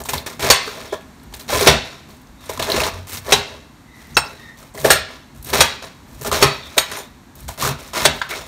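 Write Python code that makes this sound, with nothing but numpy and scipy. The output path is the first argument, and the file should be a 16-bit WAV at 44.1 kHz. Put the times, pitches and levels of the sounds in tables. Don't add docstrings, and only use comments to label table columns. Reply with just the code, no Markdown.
import sys
import numpy as np
from scipy import signal
from scipy.io import wavfile
from scipy.ndimage import uniform_filter1d

SR = 44100
rng = np.random.default_rng(int(sys.argv[2]) if len(sys.argv) > 2 else 0)


def transcribe(u):
    v = np.clip(np.atleast_2d(u).T, -1, 1)
    q = np.round(v * 32767).astype(np.int16)
    wavfile.write(sys.argv[1], SR, q)


def ratio_of_db(decibels):
    return 10 ** (np.asarray(decibels, float) / 20)


N = 373527


def rms_one(x):
    return x / np.sqrt(np.mean(x ** 2) + 1e-20)


def at_hz(points, hz, column=1):
    points = np.array(points)
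    return np.interp(np.log(hz), np.log(points[:, 0]), points[:, column])


def band(x, low_hz, high_hz):
    edges_hz = [low_hz, min(high_hz, 0.45 * SR)]
    return signal.sosfilt(signal.butter(2, edges_hz, "band", fs=SR, output="sos"), x)


def drift(rate_hz):
    r = np.exp(-2 * np.pi * rate_hz / SR)
    slow = signal.lfilter([1], [1, -2 * r, r * r], rng.standard_normal(N + SR))
    return rms_one(slow[SR:])


def ring(force, hz, t60_s):
    r, w = ratio_of_db(-60 / (t60_s * SR)), 2 * np.pi * hz / SR
    return signal.lfilter([0, np.sin(w)], [1, -2 * r * np.cos(w), r * r], force + 1e-18)


def add(out, s, sound):
    start = round(s * SR)
    out[start:start + len(sound)] += sound[:N - start]


def octave_thirds(count):
    edges, white = 22 * 2 ** (np.arange(30) / 3), rng.standard_normal((2, count))
    bands = enumerate(zip(edges, edges[1:]))
    return [(np.sqrt(low * high), band(white[k % 2], low, high)) for k, (low, high) in bands]


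# pitch_hz, level_db (per Hz)
HUM_SPECTRUM = [(15, -45), (25, 7), (64, 5), (161, -5.5), (229, 4), (463, -15), (796, -11.5), (936, -4.5),
                (1040, -13.5), (1840, -15.5), (2760, -22), (6560, -24.5), (10400, -29), (14800, -31.5),
                (16500, -43.5)]


def hum():
    noise = sum(ratio_of_db(at_hz(HUM_SPECTRUM, hz)) * part for hz, part in octave_thirds(count=N))
    return ratio_of_db(-44 + 1.0 * drift(0.69)) * rms_one(noise)


# pitch_hz, level_db, t60_s
KITCHEN_ECHO = [(151, 2, 0.3), (400, 1.5, 0.32), (1000, 7, 0.31), (2556, 3.5, 0.38), (4250, 1, 0.39),
                (7000, -6.5, 0.31), (10500, -3, 0.17), (14900, 1.5, 0.16)]


def walls():
    t, room = np.arange(SR) / SR, []
    for hz, part in octave_thirds(count=SR):
        fall_db = 60 * t / at_hz(KITCHEN_ECHO, hz, column=2)
        fading = ratio_of_db(-fall_db) + ratio_of_db(-21.5 - 0.39 * fall_db)
        room.append((ratio_of_db(at_hz(KITCHEN_ECHO, hz)) * fading, part))
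    return room


def kitchen(x, room, spot):
    t = np.arange(SR) / SR
    echo = sum(fading * np.roll(part, spot * SR // 11) for fading, part in room)
    echo *= 1 - np.exp(-t / 0.00038)
    return signal.fftconvolve(x, echo / np.sqrt(np.sum(echo ** 2)))[:N]


# pitch_hz, level_db, t60_s
COUNTER_MODES = [
    (79.6, -5.5, 0.11),
    (141.9, -3, 0.12),
    (233, -8.5, 0.11),
]


def counter(force):
    return sum(ratio_of_db(level_db) * ring(force, hz, t60_s) for hz, level_db, t60_s in COUNTER_MODES)


# peak_s, level_db
LEANS = [(0.0, -33), (.16, -29.5), (.45, -29), (1.27, -40.5), (1.55, -28.5), (1.72, -20), (2.6, -32.5),
         (2.78, -25.5), (3.0, -42), (3.2, -41), (3.35, -27), (4.17, -33.5), (4.88, -25.5), (5.37, -39.5),
         (5.59, -22.5), (6.1, -43), (6.27, -29), (6.46, -23.5), (7.45, -37.5), (7.709, -27), (8.09, -24.5),
         (8.4, -44)]


def weight():
    rise_db_per_s, fade_db_per_s, rest_db = 165, 164, -51
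    t, level_db = np.arange(N) / SR, rest_db
    for s, peak_db in LEANS:
        away_db = np.maximum(rise_db_per_s * (s - t), fade_db_per_s * (t - s))
        level_db = np.maximum(level_db, peak_db - away_db)
    return ratio_of_db(level_db)


def narrow_swells(table):
    out, white = np.zeros(N), rng.standard_normal(N + SR)
    for s, length_s, hz, width_hz, level_db in table:
        grain = white[round(hz):][:round(length_s * SR)]
        rub = band(grain, hz - width_hz / 2, hz + width_hz / 2)
        add(out, s, ratio_of_db(level_db) * rms_one(rub) * signal.windows.tukey(len(rub), 0.85))
    return out


# start_s, length_s, pitch_hz, width_hz, level_db
BUMPS = [(1.242, 0.17, 45.3, 31, -36), (1.501, 0.16, 77, 25, -27), (1.64, 0.098, 140, 46, -20.5),
         (2.2, 1.65, 91.5, 7.9, -41.5), (2.237, 0.15, 44.7, 32, -39.5), (2.877, 0.12, 42, 36, -35),
         (4.896, 0.18, 45, 57, -35), (5.348, 0.097, 54.6, 43, -36), (6.087, 0.13, 48, 26, -39),
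         (6.265, 0.15, 76, 19, -29.5), (6.401, 0.098, 140, 40, -26.5), (7.366, 0.19, 60, 34, -34),
         (7.6, 0.17, 139, 29, -29.5), (8.298, 0.15, 55, 35, -41)]


def bumps():
    return narrow_swells(BUMPS)


# start_s, length_s, pitch_hz, width_hz, level_db
SLIDES = [(0.865, 0.13, 3430, 400, -43), (2.368, 0.12, 3720, 300, -53), (3.78, 0.43, 1956, 120, -51.5),
          (3.854, 0.16, 3830, 300, -61.5), (4.14, 0.027, 6130, 705, -34.5), (4.25, 0.038, 5200, 500, -38),
          (4.33, 0.27, 1900, 120, -43.5), (4.351, 0.21, 3700, 180, -54), (6.611, 0.1, 3540, 277.8, -40.5),
          (6.901, 0.2, 3520, 250, -48), (6.91, .04, 4740, 250, -52), (6.967, 0.029, 932, 250, -34),
          (6.98, 0.055, 1750, 250, -46), (8.289, 0.069, 2100, 400, -30), (8.302, 0.051, 1400, 400, -33),
          (8.306, 0.27, 3500, 300, -51), (8.309, 0.18, 7000, 250, -51), (8.32, .1, 8440, 250, -48)]


def slides():
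    return narrow_swells(SLIDES)


# start_s, length_s, crackle_db, top_db and body_db (re crackle)
SLICES = [(0.394, 0.083, -21, -7, -1), (1.489, 0.16, -21.5, -5, 0), (2.67, 0.033, -41, -5, 10),
          (2.698, 0.18, -23.5, -12, -1.5), (3.07, 0.11, -36, 4, -32), (3.208, 0.046, -47.5, -5, -12),
          (3.247, 0.093, -32, -6, -1), (4.776, 0.067, -45.5, 7, 1), (5.44, 0.068, -40.5, 1.5, -2),
          (6.249, 0.033, -33, 1.5, 9), (6.766, 0.017, -35, 4, 11.5), (6.881, 0.09, -30.5, -20, -7),
          (7.577, .11, -24.5, -1.5, -7.5), (7.933, 0.098, -22.5, -9.5, -7.5)]
# start_s, crackle_db, top_db and body_db (re crackle), fade_db_per_s
BITES = [(0.0, -40, 5.5, 8, 614), (0.05, -40, 9, -1, 401), (.086, -28.5, 3.5, 0.5, 293),
         (0.132, -26.5, -2.5, 3, 248), (0.26, -28, -5, -5, 208), (0.923, -35, -12, 8.5, 498),
         (1.337, -36.5, 3, -2, 393), (1.393, -43.5, 4.5, -4, 209), (2.491, -36.5, 3, 7.5, 280),
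         (2.592, -26.5, -9.5, 2.5, 300), (2.624, -31.5, -11, 2, 250), (2.938, -45, -12, 1, 211),
         (4.235, -53, -8, 18.5, 250), (4.745, -46, 5.5, 15, 298), (4.844, -21.5, -2, 4, 256),
         (5.482, -38.5, -4, 9.5, 200), (5.5304, -16.5, -6.5, -1.5, 148), (5.82, -33.5, -27, -6, 196),
         (6.211, -42.5, 13.5, 5, 502), (6.319, -18, -9, -1, 113), (6.978, -42, -0.5, 0, 201),
         (7.478, -35, 2.5, -1.5, 304), (7.689, -31, -27, 0, 252), (8.289, -29.5, -8.5, -16, 101),
         (8.46, -50, -2, -3, 100)]
# start_s, length_s, crackle_db, top_db and body_db (re crackle)
RUSTLES = [(0.6, 0.23, -37.5, -10.5, -3), (1.478, 0.033, -37.5, -4, -5), (1.84, 0.091, -41.5, -32, -4.5),
           (2.088, 0.014, -55.5, 2, 3), (2.406, 0.34, -45, -4.5, -5.5), (2.914, 0.026, -41.5, -15, 0),
           (3.448, .1, -45, -25, 1), (3.942, 0.31, -49, -4, -18), (4.233, 0.27, -51, -14, -8),
           (4.313, 0.019, -64, 1, -10), (4.572, 0.013, -49, 1.5, -1), (5.082, 0.072, -44.5, -21, -3.5),
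           (5.347, 0.024, -58.5, 8, -1.5), (6.069, 0.36, -55, 4, 4), (6.632, 0.15, -42.5, -9, -6.5),
           (6.81, 0.072, -49, 0, -18), (7.353, 0.078, -52.5, 3.5, -1), (7.78, 0.1, -43, -4, -7),
           (8.127, 0.072, -52, 7, 10), (8.314, 0.065, -43.5, -16, 6.5)]
# start_s, length_s, crackle_db, top_db and body_db (re crackle)
DROPS = [
    (0.472, 0.019, -30, -19, 4),
    (1.646, 0.021, -17, -13, -19),
    (3.287, 0.027, -25.5, -6, -10),
    (4.898, 0.026, -20, 0, -9),
    (5.579, 0.031, -16, -12, -9),
    (6.414, 0.016, -13, -5, -13),
    (8.04, 0.019, -14.5, -7, -5),
]


def cut_levels():
    # its row, entry dB, share of its length spent swelling, fade in dB per s
    moves = [(row, -11, 0.43, 502.5) for row in SLICES]
    moves += [((s, 0.0086, *levels), -13, 0.5, fade) for s, *levels, fade in BITES]
    moves += [(row, -6, 0.19, 126) for row in RUSTLES]
    moves += [(row, -19.5, 1, 893) for row in DROPS]
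    gains, t = np.zeros((3, N)), np.arange(SR // 2) / SR
    for (s, length_s, crackle_db, top_db, body_db), entry_db, share, fade in moves:
        swell_db = entry_db * np.clip(1 - t / (share * length_s), 0, 1)
        shape_db = swell_db - fade * np.maximum(t - length_s, 0)
        for layer, layer_db in zip(gains, [0, top_db, body_db]):
            add(layer, s, ratio_of_db(crackle_db + layer_db + shape_db))
    grip_db = 1 * drift(5.2)
    wander = ratio_of_db(np.array([grip_db, grip_db, grip_db + 3 * drift(12.6)]))
    return uniform_filter1d(gains, size=44, axis=1) * wander


def bursting_cells(per_s, spread_db, clump_db):
    sizes = ratio_of_db(spread_db * np.minimum(rng.exponential(1, N), 5)) * rng.choice([-1, 1], N)
    return sizes * (rng.random(N) < per_s * ratio_of_db(clump_db * drift(70)) / SR)


# pitch_hz, level_db (per Hz)
CRACKLE = [(530, -34), (900, -4), (1150, 15), (1290, -9.5), (1880, -6.5), (2190, -1.5), (2860, -34),
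           (3510, -2.5), (4410, -2), (9200, -28.5), (10400, -23.5), (14500, -27.5), (16000, -61)]
# pitch_hz, level_db, t60_s
DISH = [(407.5, -1, 0.096), (507, -1, 0.062), (641, 2.5, 0.041), (800, -13, 0.12), (888, -8.5, 0.06),
        (1010, -6.5, 0.065), (1130, -11.5, 0.067), (1695, 0, 0.015), (2234, -3.5, 0.04), (2628, 0, 0.025),
        (3500, -8, .035), (3800, -8.5, 0.04), (3940, -20, 0.07), (4920, -18.5, 0.079), (4500, -24, .12),
        (5310, -1, 0.061), (5650, -7.5, 0.097), (6050, -8, 0.093), (6530, -5.5, 0.039),
        (6900, -11.5, 0.087), (7000, -30.5, 0.24), (8350, -13, 0.097), (9300, -4.5, 0.038),
        (10870, -9, 0.084), (11550, -25.5, 0.081), (12900, -22, 0.1)]


def leaves(crackle, top, body):
    cells = bursting_cells(per_s=5500, spread_db=2.0, clump_db=3.0)
    pitches, dealt = np.geomspace(1200, 15500, 26), rng.integers(0, 26, N)
    rings = []
    for k, hz in enumerate(pitches):
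        burst = rms_one(ring(cells * (dealt == k), hz, 3.8 / hz))
        rings.append(ratio_of_db(at_hz(CRACKLE, hz)) * np.sqrt(hz) * burst)
    low, high = sum(rings[:18]), sum(rings[18:])

    push = bursting_cells(per_s=1500, spread_db=3.5, clump_db=3.0)
    shaken = sum(ratio_of_db(level_db) * ring(push, hz, 1.12 * t60_s) * (-1) ** k
                 for k, (hz, level_db, t60_s) in enumerate(DISH[:8]))
    shaken = rms_one(band(shaken, 340, 2120)) + 0.26 * rms_one(band(push, 270, 1225))

    chime = sum(ratio_of_db(level_db) * ring(cells, hz, 0.2 * t60_s) for hz, level_db, t60_s in DISH[8:])
    low = rms_one(low) + 0.5 * rms_one(chime)
    return crackle * rms_one(low) + top * rms_one(high) + ratio_of_db(-1.5) * body * rms_one(shaken)


# start_s, peak_db, pitch_hz
RIB_SNAPS = [(0.0375, -10, 8280), (0.0562, -3.5, 1010), (0.0882, -6, 7450), (0.0875, -3.5, 2500),
             (0.134, 8, 1010), (0.1803, -3, 4090), (0.263, 0, 1844), (0.4078, -3, 2300), (0.428, -5, 4470),
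             (0.6776, -4, 1300), (0.691, -11, 1500), (0.9268, -8, 1500), (0.938, -8, 1500),
             (1.009, -23, 2500), (1.022, -24, 2300), (1.198, -33, 4000), (1.2331, -22, 11180),
             (1.3257, -14, 1000), (1.338, -11, 3380), (1.399, -16, 3870), (1.41, -16, 4500),
             (1.4861, -17, 3590), (1.494, -9, 3670), (1.5814, -5, 4660), (1.534, -5, 3800),
             (1.607, 0, 9040), (1.627, 4.5, 4500), (2.103, -29, 5000), (2.168, -29, 8000),
             (2.2144, -27, 13000), (2.27, -29, 6030), (2.4583, -18, 9000), (2.4937, -3, 1010),
             (2.5224, -15, 2170), (2.5743, -0.5, 1130), (2.5955, -2, 3260), (2.6245, 6, 1080),
             (2.6248, 2.5, 3820), (2.689, 1, 1320), (2.7, 2, 3670), (2.7182, 4.5, 4210),
             (2.7621, 4.5, 2140), (2.802, 7, 2280), (2.836, 2, 3480), (2.851, -5, 4500),
             (2.865, 7.5, 1097), (3.172, -6, 5000),
             (4.5867, -21, 6150), (4.627, -13, 1240), (4.739, -23, 8500), (4.7534, -23, 4000),
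               (4.776, -5.5, 1820), (4.789, -15, 4000), (4.843, -10, 3000), (4.8484, -15, 1400),
               (4.852, 8.5, 625), (4.896, 1, 4000), (5.143, -31, 12000), (5.4266, -11.5, 11000),
               (5.4462, -7, 12000), (5.469, -12, 11000), (5.488, -10, 9000), (5.499, -8, 12000),
               (5.53, -4, 1980), (5.5305, -6, 4000), (5.855, -21, 9130), (6.215, -11, 1020),
               (6.2476, 4, 1070), (6.262, 4.5, 1100), (6.266, -16, 3500), (6.315, 10, 1120),
               (6.3185, -11, 3500), (6.327, 11.5, 1150), (6.415, 1, 6000), (6.851, -22, 13030),
               (6.916, -1, 1700), (6.9856, -10, 1700), (7.354, -16, 12000), (7.405, -16, 11000),
               (7.4884, 0.5, 1040), (7.603, -9, 1090), (7.624, 9, 1160), (7.649, 9, 1200), (7.675, 7, 1400),
               (7.803, -18, 9000), (7.877, -16, 7000), (7.935, -2, 1180), (8.197, -29, 11000),
               (8.294, -21, 5000), (8.309, -5, 3500)]


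def snaps():
    out, t = np.zeros(N), np.arange(SR // 25) / SR
    for s, peak_db, hz in RIB_SNAPS:
        spray = rng.standard_normal(len(t)) * np.exp(-t / 0.0053)
        wide = 0.54 * band(spray, 400 + 0.35 * hz, 7000 + 2.44 * hz)
        peak = 2.47 * min(1, 4000 / hz) * band(spray, hz / 1.26, hz * 1.25)
        add(out, s, ratio_of_db(peak_db - 18) * (wide + peak))
    return out


# peak_s, peak_db, pitch_hz
THUMPS = [(0.088, -16, 677), (0.136, -10.5, 410), (0.179, -15, 405), (0.265, -18.5, 378), (0.398, -29, 447),
          (0.44, -9, 665), (0.472, -6, 610), (0.501, 0.5, 647), (0.676, -16.5, 426), (0.929, -28, 410),
          (1.495, -14, 820), (1.53, -5.5, 615), (1.574, -8, 412), (1.608, -9, 500), (1.619, -5, 400),
          (1.676, 5, 669), (2.498, -22, 626), (2.601, -13, 425), (2.688, -26, 528), (2.724, -16, 581),
          (2.743, -6.5, 403), (2.78, -8, 510), (2.837, -18, 583), (3.272, -25.5, 615), (3.322, -5, 620),
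          (4.169, -1.5, 886), (4.757, -19.5, 396), (4.85, -5, 575), (4.903, -5, 625), (4.957, -9.5, 618),
          (5.469, -24, 406), (5.539, -15, 388), (5.594, -9, 610), (5.613, -2, 518), (6.247, -21, 649),
          (6.324, -12, 523), (6.414, -16, 926), (6.426, 1, 1010), (6.779, -10.5, 524), (7.49, -23, 650),
          (7.585, -22, 537), (7.633, -12, 398), (7.666, -9.5, 409), (7.69, -23, 552), (7.935, -21, 999),
          (7.956, -13, 999), (8.054, -11, 690), (8.124, -20, 690), (8.216, -12, 1010)]


def thumps():
    rise_s, ring_cycles = 0.00191, 36
    out, t = np.zeros(N), np.arange(SR // 8) / SR
    for s, peak_db, hz in THUMPS:
        push = (1 + 3.1 * rng.standard_normal(len(t))) * t * np.exp(-t / rise_s)
        boom = ring(push, hz, ring_cycles / hz)
        add(out, s - rise_s, ratio_of_db(peak_db - 6.5) * boom / np.abs(boom).max())
    return out


def strike(modes, ring_db, spread_db, draw, detune=0):
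    click = np.arange(len(draw)) == 0
    rocking = ratio_of_db(4 * rms_one(band(draw, 16.0, 119)))
    out = 0
    for (hz, level_db, t60_s), luck, shift in zip(modes, draw, draw[len(modes):]):
        mode = ring(np.sign(luck) * click, hz * (1 + detune * shift), t60_s)
        waver = np.roll(rocking, round(10 * hz))
        out = out + ratio_of_db(ring_db + level_db + spread_db * luck) * waver * mode
    return out


def landing(draw, length_s, low_hz, dull_hz):
    t = np.arange(len(draw)) / SR
    return band(draw * np.exp(-t / length_s) * (1 - np.exp(-t / 0.0023)), low_hz, dull_hz)


# pitch_hz, level_db, t60_s
BLADE = [(6090, -4, .13), (6690, -2, .15), (6860, -6, .11), (7020, -3, .13), (8420, -3, .15),
         (8600, -4, .14), (9275, -1, .17), (9930, -7, .13), (10300, -10, .11), (10950, -1, .14),
         (11800, -3, .15), (12300, -7, .13), (13280, 0, .14), (13800, -6, .12)]
# pitch_hz, level_db, t60_s
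TIP = [(885, -10.5, 0.05), (1360, -6.5, 0.062), (1700, -1.5, 0.043), (2650, -6, 0.079), (3300, -24, 0.17),
       (3950, -6, 0.049), (4040, -26, 0.15), (4500, -15, 0.09), (5380, -14, 0.13), (5960, -24, 0.12),
       (6500, -23, 0.14), (7000, -23, 0.15), (7515, -30, 0.15), (8409, -18.5, 0.18), (8700, -30, 0.13),
       (8900, -20, 0.1), (9400, -30, 0.15), (10300, -27, .1), (10760, -26, 0.1), (11700, -27, .09),
       (12300, -33, .09), (13220, -22, 0.088), (15700, -29, .08)]
# start_s, level_db
GRAZES = [
    (6.915, -42.5),
    (6.965, -42.5),
    (6.987, -41),
]


def grazes():
    out = np.zeros(N)
    for s, level_db in GRAZES:
        add(out, s, strike(BLADE + TIP[2:8], level_db, spread_db=4.0, draw=rng.standard_normal(15100)))
    return out


# start_s, crack_db, contact_s, dulled_above_hz
KNOCK = (4.1685, 9.1, 0.0074, 2050)


def tip_knock():
    out, t, draw = np.zeros(N), np.arange(SR // 2) / SR, rng.standard_normal(SR // 2)
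    s, crack_db, length_s, dull_hz = KNOCK
    high_modes = band(draw[::-1] * np.exp(-t / 0.015), 5000, 15800)
    shaken_leaves = band(draw[::-1] * np.exp(-t / 0.035), 550, 2600)
    add(out, s, ratio_of_db(crack_db - 30) * high_modes + ratio_of_db(crack_db - 23.0) * shaken_leaves)
    add(out, s, ratio_of_db(crack_db) * landing(draw, length_s, 390, dull_hz))
    add(out, s, strike(TIP, ring_db=-1.5, spread_db=2.0, draw=draw))
    add(out, s, strike(DISH[2:5], ring_db=-35.0, spread_db=-20.0, draw=draw))
    return out


# start_s, crack_db, contact_s, dulled_above_hz, ring_db
BLOWS = [
    (0.5013, 14.5, 0.0063, 9160, -9),
    (1.6704, 9.5, 0.015, 5000, -8),
    (3.322, 8, 0.0091, 6700, -11.5),
    (4.903, 8.5, 0.0073, 8700, -10),
    (5.6058, 10, 0.0074, 7000, -16.5),
    (6.425, 11, 0.0045, 5800, -8),
    (6.779, 8, 0.0055, 8700, -25),
    (8.0514, 8, 0.0075, 7000, -17),
    (8.215, -6.5, 0.0055, 3350, -68),
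]
# leaf_band_hz, leaf_band_db, leaf_t60_s, blade_ring_db, liveliest_blade_hz
FREED = [
    (1000, -21, 0.11, -11, 6300),
    (700, -10, 0.27, -31, 6500),
    (800, -14, 0.23, -23.5, 5600),
    (1620, -2.5, 0.077, -13.5, 8800),
    (5480, -13.5, 0.083, -17, 6700),
    (1130, -4, 0.11, -30, 8400),
    (2170, -9.5, 0.037, -22.5, 7000),
    (716, -17, 0.25, -31, 6300),
    (1500, -13, 0.039, -59, 6100),
]
# centre_hz, level_db (re crack)
ECHOES = [
    (3000, -10),
    (3000, -6.5),
    (3330, -8),
    (2300, -7),
    (2500, -8.5),
    (2200, -7),
    (2800, -16),
    (2500, -12.5),
    (1790, -8.5),
]


def blows(room):
    out, t = np.zeros(N), np.arange(SR // 3) / SR
    push = np.exp(-t / 0.0016) / (0.0022 * SR)
    thud_lag_s, echo_octaves = 0.015, 1.76
    for spot, (blow, freed, (echo_hz, echo_db)) in enumerate(zip(BLOWS, FREED, ECHOES)):
        s, crack_db, length_s, dull_hz, ring_db = blow
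        free_hz, free_db, free_t60_s, blade_db, lively_hz = freed
        draw = rng.standard_normal(len(t))

        crack = ratio_of_db(crack_db) * landing(draw, length_s, 420, dull_hz)
        struck = sum(ratio_of_db(6.5 * luck) * ring(crack, hz, 0.031)
                     for (hz, *_), luck in zip(DISH[10:17] + BLADE, draw[::-1]))
        struck = struck * np.sqrt(np.sum(crack ** 2) / np.sum(struck ** 2))
        crack = 0.65 * crack + ratio_of_db(-4.5) * struck

        blade = [(hz, level_db - 8 * abs(np.log2(hz / lively_hz)), t60_s) for hz, level_db, t60_s in BLADE]
        rings = strike(DISH, ring_db, spread_db=3.0, draw=draw, detune=0.01175)
        rings = rings + strike(blade, blade_db + 2.0, spread_db=2.5, draw=draw[::-1])
        damped = band(draw[::-1], free_hz / 1.18, free_hz * 1.126)
        rings = rings + ratio_of_db(free_db + 16.0 - 60 * t / free_t60_s) * damped
        add(rings, thud_lag_s, ratio_of_db(ring_db - 5) * counter(push)[:len(t) // 2])
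        add(out, s, crack + rings)

        clap = band(1. * (t == 0), echo_hz / 2 ** echo_octaves, echo_hz * 2 ** echo_octaves)
        clap = ratio_of_db(echo_db) * clap * np.sqrt(np.sum(crack ** 2) / np.sum(clap ** 2))
        add(out, s, kitchen(clap + ratio_of_db(-15.0) * crack + ratio_of_db(-13.5) * rings, room, spot=spot + 1))
    return out


def scene():
    room = walls()
    rumble = weight() * rms_one(counter(rng.standard_normal(N)))
    cutting = leaves(*cut_levels()) + snaps() + slides() + bumps() + thumps()
    knock = tip_knock() + grazes()
    echo = kitchen(ratio_of_db(-13.5) * cutting + ratio_of_db(-19.5) * knock, room, spot=0)
    return (hum() + rumble + cutting + knock + echo + blows(room))[None, :]


# pitch_hz, width_hz, gain_db
MICROPHONE = [
    (3200, 1300, -1.5),
    (3910, 820, 3),
    (5000, 450, -5),
    (10450, 1700, -5),
]


def microphone(x):
    heard = signal.sosfilt(signal.butter(4, 50, "high", fs=SR, output="sos"), x)
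    for hz, width_hz, gain_db in MICROPHONE:
        peak = signal.lfilter(*signal.iirpeak(hz, hz / width_hz, fs=SR), heard)
        heard = heard + (ratio_of_db(gain_db) - 1) * peak
    return heard


def top_cut(x):
    return signal.sosfilt(signal.cheby2(22, 63, 16000, fs=SR, output="sos"), x)


def roll_off(x):
    return signal.sosfilt(signal.butter(12, 15900, fs=SR, output="sos"), x)


def record(dry):
    heard = np.clip(microphone(dry), -0.83, 0.83)
    mix = top_cut(heard)
    return roll_off(mix)


dry = scene()
out = record(dry)
transcribe(out)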